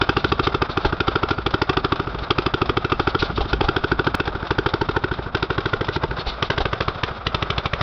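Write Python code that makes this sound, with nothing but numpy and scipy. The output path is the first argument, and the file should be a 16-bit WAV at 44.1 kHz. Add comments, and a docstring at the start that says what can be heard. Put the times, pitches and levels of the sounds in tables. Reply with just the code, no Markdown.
"""Antique gas engines at a show.

A fast engine fires 13 times a second, each pulse of gas exciting the resonances of a small muffler,
in runs that its governor mostly ends with a few weak firings. Slow hit-and-miss engines chuff between
the pops, their valves hiss and their gear clacks. More engines rumble behind; once a sharp click sounds."""
import sys
import numpy as np
from scipy import signal
from scipy.fft import rfft, irfft, next_fast_len
from scipy.io import wavfile
from scipy.ndimage import map_coordinates

SR = 44100
rng = np.random.default_rng(int(sys.argv[2]) if len(sys.argv) > 2 else 0)


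def master(y):
    """Save y as 16-bit WAV."""
    cut = np.clip(np.atleast_2d(y).T, -1, 1)
    pcm = np.round(cut * 32767)  # scale
    wavfile.write(sys.argv[1], SR, pcm.astype(np.int16))


N = 344862
EVENT_T = np.arange(int(.09 * SR)) / SR  # time axis of one transient, t/s
CLICK_S = 4.1522

# firings of the slow engines: t/s, thump level/dB, puff level/dB, intake lead/s, intake level/dB
CHUFFS = [(0.43, -26.5, -35.5, 0.16, -35), (0.853, -17, -22, 0.16, -33), (3.191, -25, -43.5, .18, -40),
          (3.406, -18, -22, .175, -30.5), (3.64, -18, -24.5, .163, -33), (5.760, -27, -35, 0.19, -49),
          (6.266, -22.5, -29, .084, -31), (6.604, -18.5, -21.5, .168, -35)]
# mid-range spectrum of machinery noise: f/Hz, level/dB
DIN_SPECTRUM = [(130, -36), (260, -9), (350, -2), (393, 0.5), (450, -2), (670, 0.5), (1020, -2),
                (1240, 2.5), (1500, -0.5), (1750, -11.5), (2400, -14.5), (4000, -54.5)]
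# treble spectrum of machinery noise: f/Hz, level/dB
HISS_SPECTRUM = [(1000, -47.5), (1900, -8.5), (2600, 0.5), (3000, -2), (3220, 1), (3400, 1.5), (3650, 5),
                 (4050, -3.5), (4500, -4.5), (4800, -7), (5100, -5), (5500, -13), (6500, -13.5)]


def fast_engine():
    """Source and filter: each exhaust pulse is a shock, a gas slug and a jet, ringing pipe and muffler."""
    # the listener's path: t/s, lag of the ground reflection/s, turn (0 muffler's face, 1 its side)
    stance = [(0, 0.002257, 0), (3.801, 0.002257, 0.069), (4.8, 0.002257, 0.31), (5.5, 0.0021, 0.49),
              (6.0, .00202, 0.81), (6.5, .0019, 0.6), (7.0, .00172, 0.8), (7.8, .00168, 0.8)]
    # the pipe's ring, fading as the listener walks away: t/s, level/dB
    pipe_levels = [(0, -18), (3.9, -17.5), (4.9, -18.4), (5.6, -20), (6.5, -22.5), (7.1, -25), (7.8, -30)]
    # the muffler's two lowest shell modes: f/Hz, bandwidth/Hz, gain/dB
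    shell_modes = [(793, 21, -1.5), (949, 27, -5.5)]
    out = np.zeros(N)
    for t, db, throttle_db, rasp_db, hardness_db, bark_hz in firings():
        lag, turn = at(stance, t)
        ring_db = at(pipe_levels, t)[0] + db - throttle_db
        bark_db = hardness_db + db - throttle_db
        # throttling weakens the thump least and the rasp most
        thump = amp(db - 21.5 - .4 * throttle_db) * gas_slug(centre_s=.0054, width_s=.0022)
        pipe = pipe_ring(start_hz=151.3, end_hz=737.5, glide_s=.023, peak_s=.0092, sharp=7.8)
        ring = amp(ring_db - .5) * burst(ground_echo(pipe, lag, share=.57 * turn))
        shock = valve_crack(hz=980, t60=.0027)
        crack = amp(bark_db - 7) * burst(ground_echo(shock, lag, share=.4))
        bark = amp(bark_db - .5) * muffler_bark(bark_hz, lag, turn)
        shell = amp(bark_db - 16) * (1 - turn) * burst(resonate(crack, shell_modes))
        rasp = amp(rasp_db + db - 1.48 * throttle_db) * jet_rasp(lag, turn)
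        unbroken = (t > CLICK_S) | (t + EVENT_T < CLICK_S)  # the pop under way breaks off at the click
        add(out, t, unbroken * (thump + ring + crack + bark + shell + rasp))
    return out


def firings():
    """Cycle-to-cycle variation: a run of uneven pops quickens throughout and mostly ends in weaker ones."""
    # runs: t/s, full firings, throttled firings, period offset/s, level/dB, rasp level/dB,
    # loss per throttled firing/dB, bark level/dB, bark f/Hz
    runs = [(0.0132, 9, 1, -.00015, 0.24, -25, 10.5, -18, 1334),
            (0.7714, 2, 1, -0.00011, 0, -30, 3.5, -19.5, 1296),
            (1.0023, 5, 1, -0.00035, -1, -26.5, 6, -18.5, 1354),
            (1.4616, 7, 4, 0.00032, 0.13, -24.5, 4, -18.5, 1253),
            (2.3043, 7, 1, 0.0013, 0.9, -25, 4.5, -19.5, 1333),
            (2.919, 5, 1, -.0005, -0.14, -28.5, 10.5, -18, 1356),
            (3.3762, 1, 1, -.001, -2.5, -32.5, 8.5, -22, 1190),
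            (3.5299, 9, 0, .0009, 0, -26.5, 0, -18, 1440),
            (4.1987, 1, 3, -0.00098, -2, -27.5, 3, -18.5, 1520),
            (4.5064, 8, 3, .00005, -0.47, -28.5, 4.5, -19.5, 1520),
            (5.3471, 10, 2, 0.00081, -0.5, -28, 5, -20, 1420),
            (6.4238, 7, 1, -0.000084, -0.5, -24, 15, -20, 1150),
            (7.0329, 1, 2, -.0002, 0.5, -25, 14.5, -23, 1400),
            (7.2657, 8, 0, 0.0017, 0, -24.5, 0, -23, 1340)]
    period_s, speedup_s = .077, .00035  # each firing shortens the period
    for start, full, throttled, offset_s, db, rasp_db, loss_db, bark_db, bark_hz in runs:
        for k in range(round(full) + round(throttled)):
            t = start + k * (period_s + offset_s) - speedup_s * k * (k - 1) / 2
            throttle_db = loss_db * max(k + 1 - round(full), 0)
            kick = np.exp(-k / 2.3)  # a run opens on a full charge
            charge, turbulence, hardness, heat = rng.standard_normal(4)
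            yield (t, db + .54 * charge, throttle_db,
                   rasp_db + 5.5 * kick + 1.6 * turbulence,
                   bark_db + kick + .75 * hardness,
                   bark_hz * np.exp(.06 * heat))


def gas_slug(centre_s, width_s):
    """Monopole radiation: a slug of gas sends out a pressure hump between two dips."""
    u = (EVENT_T - centre_s) / width_s
    return burst((1 - u * u) * np.exp(-u * u / 2))


def pipe_ring(start_hz, end_hz, glide_s, peak_s, sharp):
    """Air-column resonance: the pipe's lowest mode climbs as the flow dies down."""
    glide = end_hz - (end_hz - start_hz) * np.exp(-EVENT_T / glide_s)
    hz = glide * (1 + .03 * rng.standard_normal())
    return burst(np.sin(2 * np.pi * np.cumsum(hz) / SR) * swell(peak_s, sharp))


def valve_crack(hz, t60):
    """Sudden pressure release: a damped shock as the exhaust valve leaves its seat."""
    return burst(-np.sin(2 * np.pi * hz * EVENT_T) * amp(-60 * EVENT_T / t60))


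def muffler_bark(bark_hz, lag, turn):
    """Forced resonance: turbulent flow drives the muffler's modes."""
    # the muffler's response: f/Hz, face level/dB, side level/dB
    response = [(300, -44, -23.5), (457, -4.5, -4), (610, -14.5, -0.5), (726, -1.5, -13), (911, -6, 9),
                (973, -20.5, 3), (1124, 7.5, -1.5), (1288, -6, 2), (1386, 0, -1), (1577, 5, -2.5),
                (1647, -19, -2.5), (2060, -20, -2.5), (2930, -50.5, -56)]
    flow = jet(peak_s=.0025, rise_s=.0011, decay_s=.0021) * rng.standard_normal(len(EVENT_T))
    # heard from the face, the strongest mode shifts with the heat of the gas
    mode_db = 7 + 1.5 * rng.standard_normal()
    flow += (1 - turn) * resonate(flow, [(bark_hz, 190, mode_db)])
    bark = coloured(flow, heard_from(response, turn))
    return burst(ground_echo(bark, lag, share=.63))


def jet_rasp(lag, turn):
    """Jet noise: the fastest turbulence radiates treble straight from the outlet."""
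    # the jet's spectrum: f/Hz, face level/dB, side level/dB
    spectrum = [(1100, -22.5, -39), (2010, -2, 2), (2010, -5, -3.5), (2290, -1.5, -2), (2620, 4, -1.5),
                (2900, -2.5, -2), (3260, 4, 1.5), (3610, 1, 1), (4050, -8, -2.5), (4540, -6.5, -17.5),
                (4780, -5, -12.5), (5580, -13.5, -14), (6240, -15, -14)]
    spray = jet(peak_s=.0026, rise_s=.00045, decay_s=.0043) * rng.standard_normal(len(EVENT_T))
    rasp = coloured(spray, heard_from(spectrum, turn ** 2))
    return burst(ground_echo(rasp, lag, share=.063))


def slow_engines():
    """Pulse length sets pitch: a big slow cylinder lets out a longer, deeper slug and a soft puff."""
    # the escaping gas: f/Hz, level/dB
    puff_spectrum = [(150, -28.5), (400, -3), (560, -4), (700, 3.5), (800, -10.5), (900, -1), (1050, -2.5),
                     (1400, -6), (2000, -16.5), (3600, -8), (5500, -22.5)]
    out = np.zeros(N)
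    onset = 1 - np.exp(-EVENT_T / .00034)
    for t, thump_db, puff_db, _, _ in CHUFFS:
        thump = amp(thump_db + 1.5) * gas_slug(centre_s=.0105, width_s=.0055) * onset
        puff = burst(jet(peak_s=.009, rise_s=.024, decay_s=.011) * noise(puff_spectrum, len(EVENT_T)))
        crack = amp(-5) * valve_crack(hz=440, t60=.012)
        add(out, t, thump + amp(puff_db) * (puff + exhaust_ring() + crack))
    return out


def exhaust_ring():
    """Free decay: a slow engine's exhaust rings on after a chuff."""
    # exhaust resonance: f/Hz, t60/s, level/dB
    modes = [(800, .06, -3.5)]
    onset = 1 - np.exp(-EVENT_T / .004)
    return sum(amp(db) * burst(np.sin(2 * np.pi * hz * EVENT_T) * amp(-60 * EVENT_T / t60) * onset)
               for hz, t60, db in modes)


def valves():
    """Turbulence at a constriction: air rushes through valves, before each chuff and at other times."""
    # other rushes of air: t/s (each rush opens half a length earlier and peaks half a length later), nominal
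    # length/s, body level/dB, hiss level/dB
    rushes = [(0.173, 0.049, -30.5, -33.5), (0.426, 0.042, -28, -27), (0.787, 0.065, -48, -39.5),
              (1.103, 0.035, -28, -41), (1.792, 0.015, -31.5, -37.5), (2.228, 0.027, -26, -33.5),
              (3.089, 0.025, -40, -32), (3.187, 0.035, -46, -24.5), (3.355, 0.021, -40, -30.5),
              (5.924, 0.044, -34, -30), (6.265, 0.05, -33, -26.5), (6.304, 0.05, -45, -39),
              (7.077, 0.02, -29, -48.5)]
    # a valve's hiss: f/Hz, level/dB
    spectrum = [(1300, -42.5), (2100, -7.5), (2800, -4.5), (3250, -5.5), (3650, 3.5), (4100, -3),
                (4450, -3.5), (5200, -12.5), (6500, -18.5)]
    intakes = [(t - lead, .044, db - .5, db) for t, _, _, lead, db in CHUFFS]
    out = np.zeros(N)
    for t, length, body_db, hiss_db in intakes + list(rushes):
        u = np.arange(int(2 * length * SR)) / (length * SR)
        opening = np.exp(-np.abs((u - 1) / .42) ** 3)
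        body = amp(body_db - 2) * noise(DIN_SPECTRUM, len(u))
        hiss = amp(hiss_db - 1.5) * noise(spectrum, len(u))
        add(out, t - length / 2, opening * (body + hiss))
    return out


def gear():
    """Friction slows the coasting flywheels, so push rods clack later and softer; loose parts knock."""
    # coasting spells: t/s, clacks, first period/s, lengthening per cycle/s, level/dB
    coasts = [(1.069, 9, .2165, .0034, -25), (4.042, 9, .2105, .0042, -24), (6.82, 2, .213, .0035, -24)]
    fade_db, loose_per_s = .16, 7
    out = np.zeros(N)
    for start, clacks, period, slowing, db in coasts:
        for k in range(round(clacks)):
            t = start + k * period + slowing * k * (k - 1) / 2
            force = amp(db - fade_db * k + 1.4 * rng.standard_normal())
            add(out, t, force * clack())
    for k in range(round(loose_per_s * N / SR)):
        t = (k + rng.random()) / loose_per_s
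        add(out, t, amp(-36 + 2.5 * rng.standard_normal()) * clack())
    return out


def clack():
    """Damped impact: oily iron parts meet with a short rattling knock and a bright tick."""
    knock = swell(peak_s=.0034, sharp=.65) * noise(DIN_SPECTRUM, len(EVENT_T))
    tick = jet(peak_s=.003, rise_s=.0015, decay_s=.0093) * noise(HISS_SPECTRUM, len(EVENT_T))
    return amp(-4) * burst(knock) + amp(-8.5) * burst(tick)


def loose_metal():
    """Random excitation: shaken metal sings faintly, on and off, in one narrow mode."""
    # spells of ringing: t/s, length/s, f/Hz, level/dB
    rings = [(0.921, 0.65, 4590, -58), (6.187, 0.034, 4350, -39), (7.783, 0.03, 5100, -49)]
    out = np.zeros(N)
    for t, length, hz, db in rings:
        size = int(length * SR)
        mode = [(hz, 60, 0)]
        tone = unit(resonate(resonate(rng.standard_normal(size), mode), mode))
        shaking = amp(5 * wobble(18)[:size])
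        add(out, t, amp(db) * unit(tone * shaking) * signal.windows.tukey(size))
    return out


def echoes(x, delay_s):
    """Scattering: each stretch of sound meets new reflections as the listener moves."""
    # reverberation among trees and machines: f/Hz, t60/s
    decay_times = [(100, 0.32), (400, 0.072), (1300, 0.16), (5000, 0.15)]
    out, size = np.zeros(N), 8192
    for start in range(0, N, size):
        hz, t, spectra = signal.stft(rng.standard_normal(SR // 3), SR, nperseg=256)
        decay = amp(-60 * t / along(decay_times, hz)[:, None])
        tail = signal.istft(spectra * decay, SR, nperseg=256)[1]
        tail /= np.linalg.norm(tail)
        add(out, start / SR + delay_s, signal.fftconvolve(x[start:start + size], tail))
    return out


def distant_engines():
    """Incoherent addition: engines further off merge into an uneven rumble, din and hiss."""
    # the background's course: t/s, rumble level/dB, din level/dB, hiss level/dB
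    levels = [(0, -36, -35.5, -42), (1.0, -36, -34.5, -41.5), (1.6, -37, -36.5, -45.5),
              (2.15, -34, -34.5, -43), (2.75, -38.5, -36.3, -44.5), (3.25, -33.5, -35, -40),
              (4.3, -36, -35.5, -43.5), (5.8, -37, -37, -44), (6.3, -36, -34, -40),
              (7.1, -38, -34.7, -42.3), (7.82, -39, -33, -42.5)]
    # distant exhausts: f/Hz, level/dB
    rumble_spectrum = [(15, -10.5), (30, -4), (45, -2), (56, 8), (72, -7), (110, -11.5), (170, -8.5),
                       (260, -11), (500, -62)]
    rumble_db, din_db, hiss_db = at(levels, np.arange(N) / SR)
    clatter = wobble(70)  # many small parts rattle at once
    rumble = amp(rumble_db + 1 + 2.2 * wobble(14)) * noise(rumble_spectrum, N)
    din = amp(din_db + 2.9 * clatter + .89 * wobble(25)) * noise(DIN_SPECTRUM, N)
    hiss = amp(hiss_db - 3.5 + 3.3 * clatter + 1.9 * wobble(30)) * noise(HISS_SPECTRUM, N)
    return rumble + din + hiss


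def ground_echo(x, lag, share):
    """Interference with the ground reflection: a comb that climbs as the lag shrinks."""
    return filtered(x, lambda hz: 1 + share * np.exp(-2j * np.pi * hz * lag))


def heard_from(table, turn):
    """Directivity: the spectrum part-way between the face and the side."""
    hz, face_db, side_db = np.transpose(table)
    return np.c_[hz, face_db + np.clip(turn, 0, 1) * (side_db - face_db)]


def jet(peak_s, rise_s, decay_s):
    """Exponential growth and decay, as of the flow from a cylinder through an opening valve."""
    onset = 1 - np.exp(-EVENT_T * 2000)
    return onset * np.exp(np.minimum((EVENT_T - peak_s) / rise_s, (peak_s - EVENT_T) / decay_s))


def swell(peak_s, sharp):
    """A gamma envelope: it rises to 1 at peak_s and dies away."""
    u = EVENT_T / peak_s
    return (u * np.exp(1 - u)) ** sharp


def resonate(x, modes):
    """Second-order resonators in parallel: f/Hz, bandwidth/Hz, gain/dB."""
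    return filtered(x, lambda f: sum(amp(db) * 1j * f * width / (hz * hz - f * f + 1j * f * width)
                                     for hz, width, db in modes))


def coloured(x, spectrum, size=8192):
    """Minimum-phase filtering by (f/Hz, level/dB) points: nothing sounds before its cause."""
    log_gain = np.log(amp(along(spectrum, np.fft.rfftfreq(size, 1 / SR))))
    cepstrum = irfft(log_gain)[:size // 2] * np.r_[1, np.full(size // 2 - 1, 2)]
    return irfft(rfft(x, size) * np.exp(rfft(cepstrum, size)))[:len(x)]


def filtered(x, response):
    """Linear filtering: the spectrum of x times a frequency response."""
    size = next_fast_len(len(x) + 4096)
    return irfft(rfft(x, size) * response(np.fft.rfftfreq(size, 1 / SR)), size)[:len(x)]


def noise(spectrum, size):
    """Spectrally shaped noise of rms 1."""
    return unit(filtered(rng.standard_normal(size), lambda hz: amp(along(spectrum, hz))))


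def wobble(rate):
    """Random modulation: a smooth curve with rate knots a second."""
    knots = rng.standard_normal(int(N * rate / SR) + 4)
    return map_coordinates(knots, [np.arange(N) * rate / SR])


def amp(db):
    """Amplitude ratio of a level in dB."""
    return 10 ** (np.asarray(db) / 20)


def unit(x):
    """Power normalisation to rms 1."""
    return x / np.sqrt(np.mean(x ** 2) + 1e-20)


def burst(x):
    """Energy normalisation to that of 12 ms at rms 1."""
    return x / np.sqrt(np.sum(x ** 2) / (.012 * SR) + 1e-20)


def along(points, hz):
    """Interpolation of (f/Hz, value) points in log frequency."""
    f, values = np.transpose(points)
    return np.interp(np.log(hz + 1), np.log(f + 1), values)


def at(curve, t):
    """Interpolation of a curve's columns at time t."""
    times, *columns = np.transpose(curve)
    return [np.interp(t, times, column) for column in columns]


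def add(track, t, x):
    """Superposition of x on the track from time t on."""
    start = max(round(t * SR), 0)
    part = track[start:start + len(x)]
    part += x[:len(part)]


def scene():
    """Superposition of the near engines, their echoes and the distant ones."""
    near = fast_engine() + slow_engines() + valves() + gear() + loose_metal()
    return (near + amp(-15) * echoes(near, delay_s=.008) + distant_engines())[None]


def record(dry):
    """Saturation and band limiting: the microphone stage rounds peaks and cuts treble; one click sounds."""
    ceiling, rolloff_hz, cutoff_hz, top_hz = .76, 5600, 6700, 15800
    sound = dry[0] / (1 + np.abs(dry[0] / ceiling) ** 4) ** (1 / 4)
    sound = filtered(sound, lambda hz: (hz < cutoff_hz) / np.sqrt(1 + (hz / rolloff_hz) ** 36))
    add(sound, CLICK_S, amp(-10) * np.exp(-EVENT_T / .0002))
    return filtered(sound, lambda hz: np.exp(-(hz / top_hz) ** 40))[None]


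dry = scene()
out = record(dry)
master(out)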